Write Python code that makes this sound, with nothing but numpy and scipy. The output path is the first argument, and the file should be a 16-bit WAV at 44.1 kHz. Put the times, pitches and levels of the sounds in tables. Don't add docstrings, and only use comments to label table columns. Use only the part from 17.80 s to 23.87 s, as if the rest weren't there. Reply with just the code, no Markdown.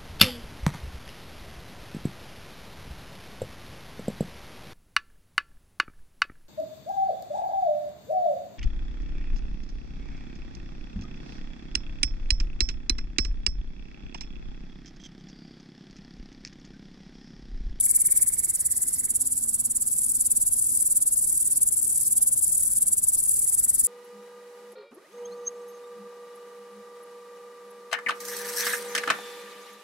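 import sys
import numpy as np
from scipy import signal
from scipy.fft import rfft, irfft, next_fast_len
from scipy.io import wavfile
from scipy.ndimage import uniform_filter1d

SR = 44100
rng = np.random.default_rng(int(sys.argv[2]) if len(sys.argv) > 2 else 0)


def persist_wave(psi):
    counts = np.round(np.clip(psi, -1, 1) * 32767).astype(np.int16)
    wavfile.write(sys.argv[1], SR, np.atleast_2d(counts).T)


N = 267687


def from_db(db):
    return 10 ** (np.asarray(db) / 20)


def rms_one(x):
    return x / np.sqrt(np.mean(x ** 2) + 1e-20)


def in_time(rows):
    s, *columns = np.transpose(rows)
    return [np.interp(np.arange(N) / SR, s, column) for column in columns]


def at_hz(points, hz):
    table_hz, value = np.transpose(points)
    return np.interp(np.log(hz + 1), np.log(table_hz + 1), value)


def drift(rate_hz):
    step, run_in = 40, 2000
    r = np.exp(-2 * step * np.pi * rate_hz / SR)
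    white = rng.standard_normal(N // step + run_in + 2)
    slow = signal.lfilter([1], [1, -2 * r, r * r], white)[run_in:]
    return np.interp(np.arange(N) / step, np.arange(len(slow)), rms_one(slow))


def cut(x, hz, kind, order):
    return signal.sosfilt(signal.butter(order, hz, kind, fs=SR, output="sos"), x + 1e-18)


def resonance(x, hz, width_hz):
    r = np.exp(-np.pi * width_hz / SR)
    section = [(1 - r * r) / 2, 0, (r * r - 1) / 2, 1, -2 * r * np.cos(2 * np.pi * hz / SR), r * r]
    return signal.sosfilt([section, section], x + 1e-18)


def strikes(at_s, sizes):
    at = np.round(at_s * SR).astype(int)
    heard = (at >= 0) & (at < N)
    return np.bincount(at[heard], sizes[heard], N)


def beats(marks, usual_s):
    marks = np.array(marks)
    steps = np.maximum(np.round(np.diff(marks[:, 0]) / usual_s), 1)
    counted = np.cumsum(np.r_[0, steps])
    every = np.arange(counted[-1] + 1)
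    return np.transpose([np.interp(every, counted, column) for column in marks.T])


# frequency in Hz, relative level in dB per Hz.
FIELD_SPECTRUM = [(12, -31), (20, 8), (32, -7), (59, 1.5), (129, -2.5), (161, -4), (224, -5.5),
                  (299, -10.5), (382, -11.5), (581, -17.5), (1500, -22), (2740, -28.5), (3430, -26),
                  (4000, -23), (5200, -42), (8800, -120)]
# frequency in Hz, left-right correlation (0 to 1).
FIELD_LIKENESS = [(30, 0.93), (130, 0.79), (290, 0.6), (640, 0.39), (1400, 0.25), (3100, 0.014)]
# time in seconds, gain in dB.
FIELD_SWELL = [(0, 1), (2, -0.4), (4.2, 0.5), (6.07, 0.5)]
FIELD_BEFORE_SWELL_DB = -50.5


def field(patchy_db):
    out, edges_hz = 0, 18 * 2 ** np.arange(0, 8.6, .5)
    white = rng.standard_normal((2, 2, N + SR))
    for k, (low_hz, high_hz) in enumerate(zip(edges_hz, edges_hz[1:])):
        band = signal.butter(2, [low_hz, high_hz], "band", fs=SR, output="sos")
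        mid, side = signal.sosfilt(band, white[k % 2])[:, SR:]
        hz = np.sqrt(low_hz * high_hz)
        alike = at_hz(FIELD_LIKENESS, hz)
        gain = from_db(at_hz(FIELD_SPECTRUM, hz) + patchy_db * drift(18.0))
        out = out + gain * (np.sqrt(1 + alike) * mid + np.sqrt(1 - alike) * side * [[1], [-1]])
    swell_db, = in_time(FIELD_SWELL)
    return from_db(swell_db) * from_db(FIELD_BEFORE_SWELL_DB) * rms_one(out)


# time in seconds, pitch in Hz, rms level in dB.
ENGINE_HUMS = [
    [(0, 250.5, -61), (.08, 236.6, -54), (.16, 219, -71)],
    [(.95, 253.8, -67), (1.15, 257, -58.5), (1.55, 254, -55), (1.7, 255.6, -72), (2.3, 259.2, -62.5),
     (3.2, 257.2, -67.5), (3.5, 253, -95)],
    [(1.5, 231, -66), (1.65, 229.1, -58), (2.2, 235.8, -58), (2.65, 235, -60.5), (3.1, 235.6, -63.5),
     (3.7, 230.2, -65), (4.0, 226.4, -66.5), (4.5, 225, -62.5), (5.0, 215.6, -62.5), (5.4, 212, -72)],
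    [(1.6, 142, -80), (1.9, 137, -62), (2.6, 135.2, -79), (2.9, 137, -61)],
]


def engine_hums(waver_db, waver_hz):
    out, fade_s, silent_db = np.zeros(N), .1, -100
    for rows in ENGINE_HUMS:
        (first_s, first_hz, _), (last_s, last_hz, _) = rows[0], rows[-1]
        fade_in = (first_s - fade_s, first_hz, silent_db)
        fade_out = (last_s + fade_s, last_hz, silent_db)
        hz, level_db = in_time([fade_in] + list(rows) + [fade_out])
        gain = np.sqrt(2) * from_db(level_db + waver_db * drift(10.3))
        turns = np.cumsum(hz + waver_hz * drift(2.36)) / SR
        out += gain * np.sin(2 * np.pi * turns)
    return out


BUZZ_LOW_HZ = 2850
# frequency in Hz, width in Hz, relative level in dB.
FAR_WING = [(5040, 1960, -6), (7600, 4600, -14.5), (9900, 710, -14), (11100, 4400, -1.5),
            (13250, 1700, 1.5), (14900, 1400, -13)]


def far_chorus(level_db, patchy_db):
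    white = cut(rng.standard_normal((2, N)), BUZZ_LOW_HZ, "high", order=4)
    hiss = np.zeros((2, N))
    for k, (hz, width_hz, mode_db) in enumerate(FAR_WING):
        hiss += (-1) ** k * from_db(mode_db) * resonance(white, hz, width_hz)
    return from_db(level_db + patchy_db * drift(17.6)) * rms_one(hiss)


def tree_echoes(x, t60_s, level_db, first_s):
    t = np.arange(int(.4 * SR)) / SR
    echoes = rng.standard_normal((2, len(t))) * from_db(-60 * t / t60_s) * (t > first_s)
    echoes *= from_db(level_db) / np.sqrt(np.sum(echoes ** 2, axis=1, keepdims=True))
    return signal.fftconvolve(x[None], echoes, axes=1)[:, :N]


# time in seconds, pitch in Hz at the peak, peak in dB.
CHURR_PHRASES = [
    [(-.004, 2230, -49), (.398, 2210, -46.5), (.67, 2190, -49.5), (.693, 2025, -53), (1.185, 2000, -54.5),
     (1.238, 2030, -52), (1.282, 2180, -48)],
    [(5.525, 2150, -63), (5.726, 2207, -56), (5.76, 2200, -64), (5.787, 1850, -58.5), (6.018, 1980, -56),
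     (6.051, 2070, -52.5)],
]
# time from the peak in ms, pitch ratio, level in dB.
CHURR_PULSE = [(-6.5, 1.09, -30), (-5.5, 1.05, -8), (-2, 1.01, -0.5), (-.5, 0.985, 0.5), (0.5, 0.878, 0.5),
               (3.5, 0.69, -10), (5.5, 0.37, -10), (5.5, 0.63, -28)]
GEAR_HZ, SLOW_PULSE_S, FAST_PULSE_S = 2030, .0355, .025
PULSE_RASP = .3
CHURR_TOP_HZ, ECHO_LOW_HZ = 2500, 1750


def churr(echo_db):
    phrases = []
    for rows in CHURR_PHRASES:
        gap_s = np.where(np.array(rows)[1:, 1] > GEAR_HZ, SLOW_PULSE_S, FAST_PULSE_S)
        phrases.append(beats(rows, gap_s))
    s, hz, peak_db = np.concatenate(phrases).T
    ms, ratio, shape_db = np.transpose(CHURR_PULSE)
    t_ms = np.arange(ms[0], ms[-1], 1000 / SR)
    pitch_hz = hz * (1 + .02 * rng.standard_normal(len(s)))
    turns = np.cumsum(np.interp(t_ms, ms, ratio)) / SR * pitch_hz[:, None]
    size = from_db(peak_db + 1.3 * rng.standard_normal(len(s)))
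    envelope = size[:, None] * from_db(np.interp(t_ms, ms, shape_db))
    pulses = envelope * np.sin(2 * np.pi * turns)
    flutter = rms_one(uniform_filter1d(rng.standard_normal(pulses.shape), size=60))
    call = strikes(s[:, None] + t_ms / 1000, pulses * (1 + PULSE_RASP * flutter))
    call = cut(call, CHURR_TOP_HZ, "low", order=8)
    returned = cut(call, ECHO_LOW_HZ, "high", order=4)
    return call * from_db([[.6], [-.6]]) + tree_echoes(returned, .6, echo_db, first_s=.006)


# time in seconds, relative peak in dB.
CLICKS = [(0.0089, -38.5), (0.0642, -57), (0.1107, -51), (0.165, -48), (0.215, -52), (0.2659, -45),
          (0.3724, -41), (2.818, -57), (2.973, -49), (3.6278, -48), (3.8235, -53), (3.872, -54),
          (4.3817, -47), (4.4293, -44), (4.7845, -50), (4.9833, -48), (5.0302, -47), (5.5298, -50),
          (5.8004, -49), (6.0467, -50)]
CLICK_LOW_HZ, CLICK_HIGH_HZ, CRACKLE_T60_S = 3050, 4200, .006


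def crackling_clicks(gain_db, pan_db, crackle_db):
    s, peak_db = np.transpose(CLICKS)
    t = np.arange(int(CRACKLE_T60_S * SR)) / SR
    crackle = from_db(crackle_db - 60 * t / CRACKLE_T60_S) * rng.standard_normal((len(s), len(t)))
    burst = crackle + (t == 0)
    impulses = strikes(s[:, None] + t, from_db(peak_db + gain_db)[:, None] * burst)
    click = cut(impulses, [CLICK_LOW_HZ, CLICK_HIGH_HZ], "band", order=3)
    return click * from_db([[pan_db / 2], [-pan_db / 2]])


TOOTH_SLIP, SPREAD_MS = .12, .09
TAIL_T60_S, TEETH = .009, 48
CLOSING_START_MS, CLOSING_END_MS = -14, 9


def singer(strokes, cycle, wing, lead, gain_db, uneven_db, alike, tail_db, faint_left_db):
    s, level_db, pan_db = np.transpose(strokes)
    ms, shape_db, gap_ms = np.transpose(cycle)
    grid_ms = np.linspace(ms[0], ms[-1], 400)
    passed = np.cumsum((grid_ms[1] - grid_ms[0]) / np.interp(grid_ms, ms, gap_ms))
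    chance = rng.standard_normal((len(s), TEETH, 2 + 3 * len(wing)))
    tooth = np.arange(TEETH) + rng.random((len(s), 1)) + TOOTH_SLIP * chance[..., 0]
    tooth_ms = np.interp(tooth, passed, grid_ms)
    force = from_db(level_db[:, None] + np.interp(tooth_ms, ms, shape_db) + uneven_db * chance[..., 1])
    force *= np.sqrt(np.interp(tooth_ms, ms, gap_ms)) * (tooth < passed[-1])
    is_faint = (tooth_ms < CLOSING_START_MS) | (tooth_ms > CLOSING_END_MS)
    balance_db = faint_left_db / 2 * is_faint

    fade = from_db(-120 / (TAIL_T60_S * SR))
    power = signal.lfilter([1 - fade], [1, -fade], strikes(s[:, None] + tooth_ms / 1000, force ** 2))
    rustle = rng.standard_normal((3, N))
    tail = from_db(tail_db) * np.sqrt(power / 2) * (rustle[0] + rustle[1:])

    song = np.zeros((2, N))
    for k, (hz, width_hz, mode_db) in enumerate(wing):
        late, left, right = np.moveaxis(chance[..., 2 + 3 * k:5 + 3 * k], -1, 0)
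        at_s = s[:, None] + (tooth_ms + SPREAD_MS * late) / 1000
        knocks = []
        for own, port_db in ((left, balance_db), (right, -balance_db)):
            throw = np.sqrt(alike) + np.sqrt(1 - alike) * np.tanh(own)
            knocks.append(strikes(at_s, force * from_db(port_db) * throw))
        song += (-1) ** k * from_db(mode_db) * resonance(np.array(knocks) + tail, hz, width_hz)
    song = from_db(gain_db) * cut(song, BUZZ_LOW_HZ, "high", order=6)

    size = next_fast_len(N + SR // 10)
    turn = np.exp(-1j * at_hz(lead, np.arange(size // 2 + 1) * SR / size))
    ports = np.array([song[0], irfft(rfft(song[1], size) * turn, size)[:N]])
    side = from_db(np.interp(np.arange(N) / SR, s, pan_db) / 2)
    return ports * [side, 1 / side]


# loudest tooth in seconds, relative level in dB, left over right in dB.
SOFT_SONG = [(.503, -36, 1), (.804, -36.5, 2), (1.105, -35.5, -1), (1.406, -31.5, 0), (1.708, -33.5, -2),
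             (2.061, -30.5, 3)]
SOFT_STROKE_S = .0503


def soft_cricket():
    strokes = beats(SOFT_SONG, SOFT_STROKE_S)
    return singer(strokes, LEFT_CYCLE, LEFT_WING, LEFT_LEAD, gain_db=25,
                  uneven_db=0.5, alike=0.36, tail_db=3.5, faint_left_db=-16)


# loudest tooth in seconds, relative level in dB, left over right in dB.
LEFT_SONG = [(0.0053, -18.5, 3), (0.0577, -17.5, 1), (0.1091, -19, 6.5), (0.161, -16.5, -1),
             (0.214, -19.5, 4.5), (0.2654, -17, 1), (0.3188, -19, 6), (0.3722, -16.5, 2.5),
             (0.4263, -19, 4), (0.4845, -25, 10), (2.1135, -27, 7), (2.1629, -25, 1), (2.2138, -24.5, 1.5),
             (2.2632, -24.5, 3), (2.3142, -23.5, 3), (2.3666, -23.5, 2), (2.4195, -23.5, 3),
             (2.4675, -26, 6), (2.5175, -20, 6), (2.5696, -20, -2), (2.6162, -21.5, 0), (2.6674, -22.5, 3),
             (2.7195, -24, 6), (2.7668, -24, 2), (2.8212, -21.5, 4), (2.868, -21, 3), (2.9228, -23, 4),
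             (2.9707, -21.5, 4), (3.023, -22.5, 5), (3.0708, -20.5, 2), (3.1217, -21, 3),
             (3.17, -17.5, 3.5), (3.2234, -21.5, 1), (3.2732, -19.5, 1), (3.3226, -22.5, 1),
             (3.373, -21.5, 5), (3.4219, -21, 4), (3.4738, -22.5, 6), (3.5246, -22, 3), (3.5745, -21.5, 1),
             (3.6238, -24, 5), (3.674, -21.5, 3.0), (3.7252, -21, 3), (3.772, -21.5, 6.5),
             (3.8274, -18, 2.5), (3.8728, -20, 1), (3.9246, -22, 8), (3.974, -19.5, 2.5), (4.0249, -21, 6),
             (4.0748, -23.5, 7), (4.1256, -21.5, 3), (4.1765, -21.5, 4.0), (4.2272, -23.5, 7),
             (4.2765, -20, 4), (4.3257, -20.5, 3), (4.3755, -19.5, 3), (4.4258, -14.5, -2),
             (4.4735, -20, 3.5), (4.5258, -23, 7), (4.5755, -20.5, 5), (4.6265, -22, 9.5),
             (4.675, -21.5, 4.5), (4.725, -20.5, 5), (4.777, -20.5, 4), (4.8295, -21, 4), (4.8755, -21, 5),
             (4.93, -21.5, 3), (4.9795, -20.5, 2.5), (5.025, -20, 4.5), (5.0815, -20, 3), (5.1315, -20, -3),
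             (5.18, -24.5, 10), (5.2343, -30.5, 13), (5.2836, -19, 3.0), (5.3349, -21.5, 0),
             (5.3852, -22, 2.5), (5.4345, -21, 4), (5.4888, -20, 3.5), (5.5401, -21, 0.5),
             (5.5909, -20.5, 3), (5.6432, -22, 5), (5.6945, -22.5, 7), (5.7442, -21, 5.5),
             (5.7939, -18.5, 2), (5.8456, -22, 6), (5.8959, -18, 2), (5.9456, -22, 8), (5.9953, -20, 3.5),
             (6.0455, -18.5, 0.5)]
# ms from the loudest tooth, level in dB, tooth gap in ms.
LEFT_CYCLE = [(-28, -37, 1.2), (-15, -13.5, 1.7), (-9, -8, 2.3), (-3, -5, 2.7), (2, -0.5, 2.9),
              (6, -2.5, 2.4), (7.5, -8.5, 3.1), (10, -10.5, 1.3), (13.5, -17, 1.5), (24.5, -22, 2.9)]
# frequency in Hz, width in Hz, relative level in dB.
LEFT_WING = [(3310, 310, -38.5), (4930, 720, -30), (5300, 1100, -32), (6830, 1600, -18), (7590, 350, -4),
             (8250, 180, 3), (9400, 780, 3), (10500, 1000, 2), (10770, 1040, 1), (12050, 930, -7),
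             (14200, 2100, -17), (16200, 1300, -29)]
# frequency in Hz, phase in radians.
LEFT_LEAD = [(5000, -.2), (7300, -2.3), (9500, -3.5), (15000, -3)]


def left_cricket():
    return singer(LEFT_SONG, LEFT_CYCLE, LEFT_WING, LEFT_LEAD, gain_db=25,
                  uneven_db=1.16, alike=0.93, tail_db=1.5, faint_left_db=2)


# loudest tooth in seconds, relative level in dB, left over right in dB.
RIGHT_SONG = [(-0.0145, -15, -5.5), (0.0397, -20.5, 1), (0.0964, -20.5, -4), (0.1501, -22.5, 3),
              (0.2034, -20.5, -4), (0.2581, -22.5, -4), (0.3108, -24.5, -6), (0.363, -23.5, -3),
              (0.4223, -21.5, -7), (0.4792, -20, -2), (0.5365, -20.5, -2.5), (0.5925, -20, -3),
              (0.6455, -20, -3), (0.6985, -20, -2), (0.752, -20, -2.0), (0.8065, -20, 0),
              (0.863, -19, -2.5), (0.918, -20.5, -3), (0.9725, -20, 0), (1.0276, -19, 0), (1.0828, -20, 0),
              (1.1394, -20, -2.0), (1.196, -20.5, -1), (1.2495, -20.5, -1), (1.305, -21.5, -2),
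              (1.36, -19.5, -3.5), (1.416, -19.5, -2.5), (1.4705, -21, 0), (1.525, -20.5, -1),
              (1.58, -20.5, -1), (1.635, -21, -1.5), (1.6905, -19.5, 0), (1.7457, -19.5, -0.5),
              (1.8013, -20.5, -2), (1.856, -20, -2.0), (1.9121, -22, -1), (1.9658, -20.5, -3),
              (2.0214, -20.0, -3), (2.0781, -21.5, -3.5), (2.1312, -21, -3), (2.1874, -20, -2),
              (2.24, -20, 0), (2.2957, -20.5, -2.5), (2.3523, -20.5, -2), (2.408, -19.5, -2),
              (2.4609, -20, -2), (2.5153, -24, -9), (2.5677, -21.5, 3), (2.624, -19.5, -2),
              (2.6794, -19.5, -2), (2.7343, -20, -3), (2.7907, -19.5, -1), (2.8441, -22, -1),
              (2.8975, -21, -2.0), (2.9503, -20, -2.0), (3.0062, -20.5, -3), (3.0601, -21, 0),
              (3.1125, -20, -2), (3.1667, -22, -8), (3.2235, -20, 0), (3.2797, -20.5, 1),
              (3.3349, -19.5, 0), (3.3896, -21.0, -4), (3.4439, -20.5, -3), (3.4986, -21, -3),
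              (3.5523, -22, -2), (3.6075, -20, -3.0), (3.6593, -21.5, -1), (3.7145, -21, -3),
              (3.7704, -21.5, -8), (3.8244, -22, 1), (3.8833, -21, -1), (3.9377, -25, -9),
              (3.9928, -21.5, -1), (4.0479, -22, -5.5), (4.1024, -20.5, -2.0), (4.156, -20.5, -1),
              (4.2106, -20.0, -3), (4.2642, -21, -2.0), (4.3184, -20, -1), (4.371, -21, -4),
              (4.4316, -32, -6), (4.4812, -19, 1), (4.5339, -20, -4), (4.589, -21.5, -2),
              (4.6419, -19.5, -4), (4.6968, -23, -5), (4.7501, -21, -3), (4.805, -21, -2),
              (4.8579, -22, -4), (4.9128, -21.5, 0), (4.9661, -20, -1), (5.0215, -22.5, -8),
              (5.0752, -21, 0), (5.1294, -21, 1), (5.1846, -21.5, -4), (5.2388, -19, -1), (5.2929, -21, -2),
              (5.3476, -19.5, 0), (5.4013, -21.5, -1), (5.4575, -22.5, -3), (5.5129, -19.5, 0),
              (5.5677, -20, -1), (5.6241, -21.5, -1.5), (5.679, -20.5, -5), (5.7323, -20, -2),
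              (5.7852, -21, -2), (5.8435, -18.5, 0), (5.8944, -21.5, 0), (5.9518, -21.5, -4.5),
              (6.0061, -20, -2), (6.0625, -20, 1.5)]
# ms from the loudest tooth, level in dB, tooth gap in ms.
RIGHT_CYCLE = [(-30, -30.5, 1.2), (-20, -18, 1.5), (-14, -11, 1.9), (-7, -6.5, 2.2), (0, -3, 2.4),
               (4.5, -3.5, 2.4), (7.5, -6.5, 1.8), (10, -9.5, 1.2), (16.5, -20.5, 1.1), (25, -23.5, 1.1)]
# frequency in Hz, width in Hz, relative level in dB.
RIGHT_WING = [(3190, 410, -47.5), (4635, 300, -28), (5460, 540, -27.5), (6720, 1250, -19.5),
              (7180, 305, -6), (7717, 410, -0.5), (9054, 1480, -2), (10500, 1370, -3), (11370, 880, -5.5),
              (11740, 2600, -15), (14500, 1300, -24.5), (15400, 1000, -20)]
# frequency in Hz, phase in radians.
RIGHT_LEAD = [(4400, 0), (6900, -1.1), (7500, -2.3), (11000, -1.9), (15000, -3)]


def right_cricket():
    return singer(RIGHT_SONG, RIGHT_CYCLE, RIGHT_WING, RIGHT_LEAD, gain_db=27,
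                  uneven_db=1.0, alike=0.6, tail_db=0.93, faint_left_db=0.5)


def scene():
    background = field(patchy_db=1.5) + engine_hums(waver_db=3.0, waver_hz=2.1)
    background += far_chorus(level_db=-50.5, patchy_db=5.5)
    bird = churr(echo_db=-.5)
    clicks = crackling_clicks(gain_db=21, pan_db=10.5, crackle_db=-10)
    crickets = soft_cricket() + left_cricket() + right_cricket()
    return background + bird + clicks + crickets


def record(dry):
    ceiling, cutoff_hz = .95, 15760
    rounded = dry / (1 + (dry / ceiling) ** 4) ** .25
    return signal.sosfilt(signal.ellip(12, .5, 62, cutoff_hz, fs=SR, output="sos"), rounded)


dry = scene()
out = record(dry)
persist_wave(out)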